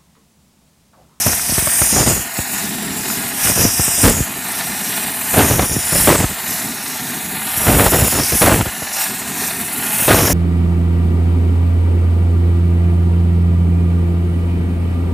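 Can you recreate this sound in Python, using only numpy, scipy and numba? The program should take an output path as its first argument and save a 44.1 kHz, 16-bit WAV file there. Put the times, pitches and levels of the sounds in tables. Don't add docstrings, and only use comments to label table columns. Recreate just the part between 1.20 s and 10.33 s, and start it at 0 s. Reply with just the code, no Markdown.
import sys
import numpy as np
from scipy import signal
from scipy.fft import rfft, irfft, next_fast_len
from scipy.io import wavfile
from scipy.ndimage import uniform_filter1d
from numba import njit

SR = 44100
rng = np.random.default_rng(int(sys.argv[2]) if len(sys.argv) > 2 else 0)


def transcribe(u):
    v = np.clip(np.atleast_2d(u).T, -1, 1)
    q = np.round(v * 32767).astype(np.int16)
    wavfile.write(sys.argv[1], SR, q)


N = 402633
TIME = np.arange(N) / SR
TOP_HZ = 15250
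DIP_RAMP_S = 0.034
# (in [s], out [s], hiss [dB], hollow [dB], rim [dB], rim pitch [Hz])
DIPS = [(-0.3, 1.033, -20.5, -25, -23, 9060), (2.213, 3.048, -20.5, -23.5, -23, 8500),
        (4.104, 5.07, -22, -26.5, -25, 9460), (6.34, 7.406, -19, -21, -33, 10600),
        (8.73, 9.5, -20, -23, -25, 10400)]


def torch(lifted_notch_hz=3150, dipped_notch_hz=4350, lip_pass_s=0.16):
    sound = scatter(jet(), nearest_s=0.000156, spread=3.5, share=0.28, drift_rate=4, sway=0.099, count=3)
    sound = sound + flame()
    at_lip = sum(bell(start - 0.17, lip_pass_s) + bell(end + 0.12, lip_pass_s) for start, end, *_ in DIPS)
    sound = sound - 0.4 * at_lip * ring(sound, hz=5750, width_hz=2800)
    inside = depth(ramp_s=0.17)
    notch_hz = (lifted_notch_hz + (dipped_notch_hz - lifted_notch_hz) * inside) * (1 + .035 * walk(7))
    notch_depth = np.clip(0.53 + .22 * walk(5), 0, .85)
    sound = sound - 0.36 * inside * ring(sound, 1.906 * notch_hz, width_hz=480)
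    return sound - notch_depth * ring(sound, notch_hz, width_hz=720)


def jet(rim_width_hz=2600, flutter_db=1.4):
    # (frequency [Hz], level [dB])
    hiss_spectrum = [(1000, -12), (2700, -0.5), (3400, -26), (4400, -22), (5200, -5.5), (7000, 0),
                     (9000, 5), (12000, 5.5), (15000, 1.5)]
    # (frequency [Hz], half-width of each filter [Hz], level [dB])
    hollow_modes = [(4960, 340, 1.5), (5690, 810, 3.5), (6860, 770, 3)]
    hiss_db, hollow_db, rim_db, rim_hz = jet_controls()
    hiss = colour(noise(), hiss_spectrum) * undb(hiss_db + flutter_db * walk(110))
    hollow = unit(sum(undb(db) * noise_band(hz, 2 * half_width) for hz, half_width, db in hollow_modes))
    hollow *= undb(hollow_db + flutter_db * walk(110))
    rim = unit(noise_band(rim_hz, rim_width_hz)) * undb(rim_db + flutter_db * walk(110))
    return scatter(hiss + hollow + rim, nearest_s=.0007, spread=9, share=.29, drift_rate=2.5, sway=.015)


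def jet_controls(lifted_hiss_db=-26.5, lifted_ring_db=-36, lifted_rim_hz=7200,
                 approach_db=3.5, approach_s=0.43, glide_s=0.065):
    hiss, hollow, rim, rim_hz = lifted_hiss_db, lifted_ring_db, lifted_ring_db, lifted_rim_hz
    for start, end, hiss_db, hollow_db, rim_db, hz in DIPS:
        inside = spell(start, end, DIP_RAMP_S)
        nearing = approach_db * np.exp(-np.abs(TIME - start) / approach_s) * (1 - inside) * (TIME < end)
        hiss = hiss + inside * (hiss_db - lifted_hiss_db) + nearing
        rim = rim + inside * (rim_db - lifted_ring_db) + 2 * nearing
        well_inside = spell(start + 0.1, end - 0.065, 2 * DIP_RAMP_S)
        hollow = hollow + well_inside * (hollow_db - lifted_ring_db)
        rim_hz = rim_hz + spell(start - approach_s, end - 2 * glide_s, glide_s) * (hz - lifted_rim_hz)
    hiss_swell, hollow_swell, rim_swell = swells()
    return hiss + hiss_swell, hollow + hollow_swell, rim + rim_swell, rim_hz


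def swells():
    # (middle [s], length [s], hiss gain [dB], hollow gain [dB], rim gain [dB])
    passes = [(0.06, 0.16, 4, 6.5, 1), (0.348, 0.15, 2.5, 0.5, 2), (0.618, 0.32, 4.5, -0.5, 8.5),
              (0.76, 0.15, -1, 10, 0.5), (0.9, 0.071, 3.5, 5.5, 4), (1.198, .09, 4, 4, 8),
              (1.397, 0.19, 4.5, 5, 7), (1.944, .27, 4, 8, 2), (2.27, 0.11, 7.5, 12.5, 3),
              (2.424, 0.1, 7, 7, -4), (2.636, 0.21, 3.5, 0, 4), (2.84, 0.1, 6.5, 2, 6.5),
              (3.356, 0.15, 4, 0, -3), (3.734, 0.42, 4.5, 3, -1), (4.218, 0.23, 8.5, 4, 4),
              (4.824, 0.22, 10, 2.5, 8), (5.333, .22, 6.5, 5, -4), (5.743, 0.25, 1.5, 3.5, -18),
              (6.548, 0.45, 5, -10.5, 4), (6.85, 0.19, 2.5, 1, 5), (7.203, 0.21, 5, -4, 14.5),
              (7.81, .16, 8.5, 11, -13), (8.24, 0.12, 6.5, 8.5, -5), (8.847, 0.43, 6.5, -4, -2)]
    return sum(np.outer(gains_db, bell(middle, length)) for middle, length, *gains_db in passes)


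def depth(ramp_s):
    return sum(spell(start, end, ramp_s) for start, end, *_ in DIPS)


def flame(diffuse_db=-2, flicker_db=1.63, lick_db=2.5):
    # (frequency [Hz], level [dB])
    roar_spectrum = [(450, -13), (570, -10.5), (680, 2), (950, 1.5), (1250, -4.5), (2000, -2.5), (3200, -1),
                     (4000, 0.5), (5200, -11), (8000, -81.5)]
    # (frequency [Hz], width [Hz], level [dB])
    bench_modes = [(660, 290, -7), (853, 145, -18), (1217, 53, -4.5), (1430, 82, 3), (1654, 70, 1.5),
                   (1806, 96, 5.5), (2053, 72, -2), (2477, 32, -1), (2870, 80, -4), (3600, 43, -34),
                   (4400, 94, -8)]
    # (frequency [Hz], level [dB])
    drone_spectrum = [(25, -33), (60, -16), (120, -9), (205, 0), (260, -1.5), (330, -11), (400, -8),
                      (520, -23.5), (900, -51)]
    roar_db, drone_db = flame_controls()
    roar = colour(noise(), roar_spectrum)
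    roar = undb(diffuse_db) * roar + sum(undb(db) * ring(roar, hz, width) for hz, width, db in bench_modes)
    roar = unit(scatter(roar, nearest_s=.003, spread=5, share=.19, drift_rate=2, sway=.01))
    roar *= undb(roar_db + flicker_db * walk(120))
    drone = colour(noise(), drone_spectrum) * undb(drone_db + lick_db * walk(25))
    return roar + drone


def flame_controls(lifted_roar_db=-29, dip_db=-0.5, entry_db=1, smothered_db=-39, settle_s=0.054):
    # (start [s], end [s], drone level [dB])
    free_burns = [(1.287, 2.202, -30.5), (3.088, 4.1, -32), (5.24, 6.26, -33), (7.868, 8.75, -31)]
    roar = lifted_roar_db + dip_db * depth(DIP_RAMP_S) + 0.63 * swells()[0]
    roar += entry_db * sum(bell(start, 0.17) for start, *_ in DIPS)
    drone_rise = sum(spell(start, end, settle_s) * (db - smothered_db) for start, end, db in free_burns)
    return roar, smothered_db + drone_rise


def surges(buffet_db=2, ragged_db=2.5, chop=0.44, calm_db=-31):
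    # (frequency [Hz], level [dB])
    rumble_spectrum = [(20, -30), (35, -4), (70, 5.5), (165, 2.5), (290, -4), (450, -9.5), (900, -27)]
    rumble_db, tear_db = gust_levels()
    eddies = walk(140)
    shedding_hz = np.maximum(210 * undb((tear_db + 15) / 2), 90)
    shedding = unit(ring(noise(), shedding_hz, width_hz=130))
    rumble = unit(colour(noise(), rumble_spectrum) + .5 * shedding)
    tear = unit(tearing() * undb(ragged_db * eddies) * (1 + chop * rumble))
    rumble = unit(rumble * undb(buffet_db * eddies))
    torn = 1 / (1 + undb(2 * (calm_db - tear_db)))
    return rumble * undb(rumble_db) + torn * tear * undb(tear_db)


def gust_levels(draught_db=-37, still_db=-58, attack_s=0.0097, release_s=0.02,
                rumble_sag_db_s=12, tear_sag_db_s=59.5):
    # (start [s], length [s], rumble level [dB], tearing level [dB])
    gusts = [(0.054, 0.041, -19, -19), (0.092, 0.038, -24, -26), (0.604, 0.032, -26, -26),
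             (0.721, 0.043, -18, -23), (0.755, 0.066, -14, -14), (0.857, .07, -15.5, -19),
             (0.955, 0.04, -25, -27), (2.244, 0.075, -22.5, -21.5), (2.357, .11, -16, -19.5),
             (2.59, 0.017, -26, -30), (2.766, 0.074, -24.5, -26), (2.831, 0.062, -6, -10),
             (2.918, 0.092, -22, -25.5), (4.128, .045, -20, -18), (4.167, .05, -10, -7.5),
             (4.21, .15, -14, -15), (4.373, 0.078, -17.5, -19.5), (4.487, 0.1, -24, -31),
             (4.721, 0.18, -19.5, -23), (4.868, 0.079, -13, -7), (4.98, 0.055, -16, -19),
             (5.088, 0.026, -25, -26), (6.396, .06, -27, -23.5), (6.465, .13, -11, -12),
             (6.58, 0.1, -11.5, -9.5), (6.714, .15, -13.5, -13), (6.92, 0.1, -17, -16.5),
             (7.114, 0.036, -17, -23), (7.209, 0.14, -14, -6.5), (7.332, 0.074, -16.5, -18),
             (7.451, 0.012, -26, -20.5), (8.789, 0.098, -26, -26), (8.874, .125, -13, -7.5),
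             (8.99, .15, -13.5, -14)]
    rumble = tear = undb(still_db) + undb(draught_db) * depth(DIP_RAMP_S)
    for start, length, rumble_db, tear_db in gusts:
        age = np.maximum(TIME - start, 0)
        envelope = np.minimum(age / attack_s, 1) * np.exp(-np.clip((age - length) / release_s, 0, 20))
        rumble = np.maximum(rumble, envelope * undb(rumble_db - rumble_sag_db_s * age))
        tear = np.maximum(tear, envelope * undb(tear_db - tear_sag_db_s * age))
    return 20 * np.log10(rumble), 20 * np.log10(tear)


def puffs(thump_db=-2, crack_db=-4, push_s=0.0057, crack_s=0.0029,
          first_hz=400, last_hz=68, slowing_s=0.00258):
    # (time [s], relative level [dB], crack offset [dB])
    hits = [(0.064, -8.5, -1), (0.294, -14, -8), (0.322, -12.5, -10), (0.38, -8, -2.5), (0.424, -14, -10),
            (0.47, -13, 1), (0.616, -9, 0), (0.874, -5, -6), (1.188, -10, -6), (2.298, -10, -6),
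            (2.451, -1, -12), (2.595, -6.5, -6.5), (2.679, -13.5, -1.5), (3.005, -6, -30),
            (4.178, -0.5, -4.5), (4.392, -8.5, 3.5), (4.565, -7, -24), (4.723, -11, -6), (4.753, -13, -1),
            (5.041, -5, -6.5), (6.375, -16, -10), (6.465, -11, 2), (6.878, -16, 2), (7.408, -6, -2.5),
            (7.465, -11, -21), (7.62, -19.5, -3)]
    speeds = np.exp(0.19 * rng.standard_normal(len(hits)))
    age = np.arange(int(12 * push_s * SR)) / SR
    thump = np.zeros(N)
    for (start, db, _), speed in zip(hits, speeds):
        hz = speed * (last_hz + (first_hz - last_hz) * np.exp(-age / slowing_s))
        swing = np.sin(2 * np.pi * np.cumsum(hz) / SR) * (1 + age / push_s) * np.exp(-age / push_s)
        thump[int(start * SR):][:len(age)] -= undb(db) * swing
    cracks = sum(undb(db + offset_db) * burst(start, crack_s) for start, db, offset_db in hits)
    return undb(thump_db) * thump + undb(crack_db) * cracks * tearing()


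def tearing():
    # (frequency [Hz], level [dB])
    tear_spectrum = [(120, -13), (300, -4), (450, -2.5), (620, -1.5), (950, -7.5), (1500, -9), (2500, -15),
                     (4500, -22), (9000, -81)]
    return colour(noise(), tear_spectrum)


def spits(spit_db=-6, rise_s=0.00097):
    # (time [s], relative level [dB])
    pops = [(0.132, -11), (0.195, -11), (1.901, -10), (2.272, -5.5)]
    bursts = sum(undb(db) * burst(start, rise_s) for start, db in pops)
    return undb(spit_db) * bursts * unit(noise_band(hz=1450, width_hz=1700))


def scatter(x, nearest_s, spread, share, drift_rate, sway, count=8):
    lags = nearest_s * spread ** ((np.arange(count) + rng.random(count)) / count)
    echoes = 0
    for lag in lags:
        path = np.arange(N) - SR * lag * (1 + sway * walk(1.5))
        strength = np.tanh(walk(drift_rate * rng.uniform(0.502, 2)))
        echoes = echoes + strength * np.interp(path, np.arange(N), x)
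    return (x + share * echoes) / np.sqrt(1 + share ** 2 * count / 2)


def undb(db):
    return np.exp(np.asarray(db) * (np.log(10) / 20))


def unit(x):
    return x / np.sqrt(np.mean(x ** 2))


def noise():
    return rng.standard_normal(N)


def noise_band(hz, width_hz):
    return ring(ring(noise(), hz, width_hz), hz, width_hz)


def colour(x, points):
    hz, db = np.transpose(points)
    size = next_fast_len(N)
    bins = np.maximum(np.fft.rfftfreq(size, 1 / SR), 1)
    gain = undb(np.interp(np.log(bins), np.log(hz), db))
    return unit(irfft(rfft(x, size) * gain, size)[:N])


def walk(rate):
    hold = max(int(SR / rate), 2)
    steps = np.repeat(rng.standard_normal(N // hold + 1), hold)
    return unit(uniform_filter1d(steps, hold)[:N])


@njit
def svf(x, hz, width):
    y, band_state, low_state = np.empty(len(x)), 0., 0.
    for i in range(len(x)):
        tuning, damping = np.tan(np.pi * hz[i] / SR), width / hz[i]
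        band = (band_state + tuning * (x[i] - low_state)) / (1 + tuning * (tuning + damping))
        band_state = 2 * band - band_state
        low_state += 2 * tuning * band
        y[i] = damping * band
    return y


def ring(x, hz, width_hz):
    return svf(x, np.minimum(hz, TOP_HZ) * np.ones(N), float(width_hz))


def burst(start, rise_s):
    age = np.clip((TIME - start) / rise_s, 0, 20)
    return age * np.exp(1 - age)


def spell(start, end, ramp_s):
    return (1 + np.tanh((TIME - start) / ramp_s)) * (1 + np.tanh((end - TIME) / ramp_s)) / 4


def bell(middle, length):
    return np.exp(-np.minimum(np.log(2) * (2 * (TIME - middle) / length) ** 2, 20))


def scene():
    blast = np.tanh(surges() + puffs())
    return np.tile(torch() + blast + spits(), (2, 1))


def record(dry):
    dry = signal.sosfilt(signal.butter(3, 36, "high", fs=SR, output="sos"), dry)
    rounded = dry / (1 + dry ** 8) ** (1 / 8)
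    return signal.sosfilt(signal.ellip(12, .1, 80, TOP_HZ, fs=SR, output="sos"), rounded)


dry = scene()
out = record(dry)
transcribe(out)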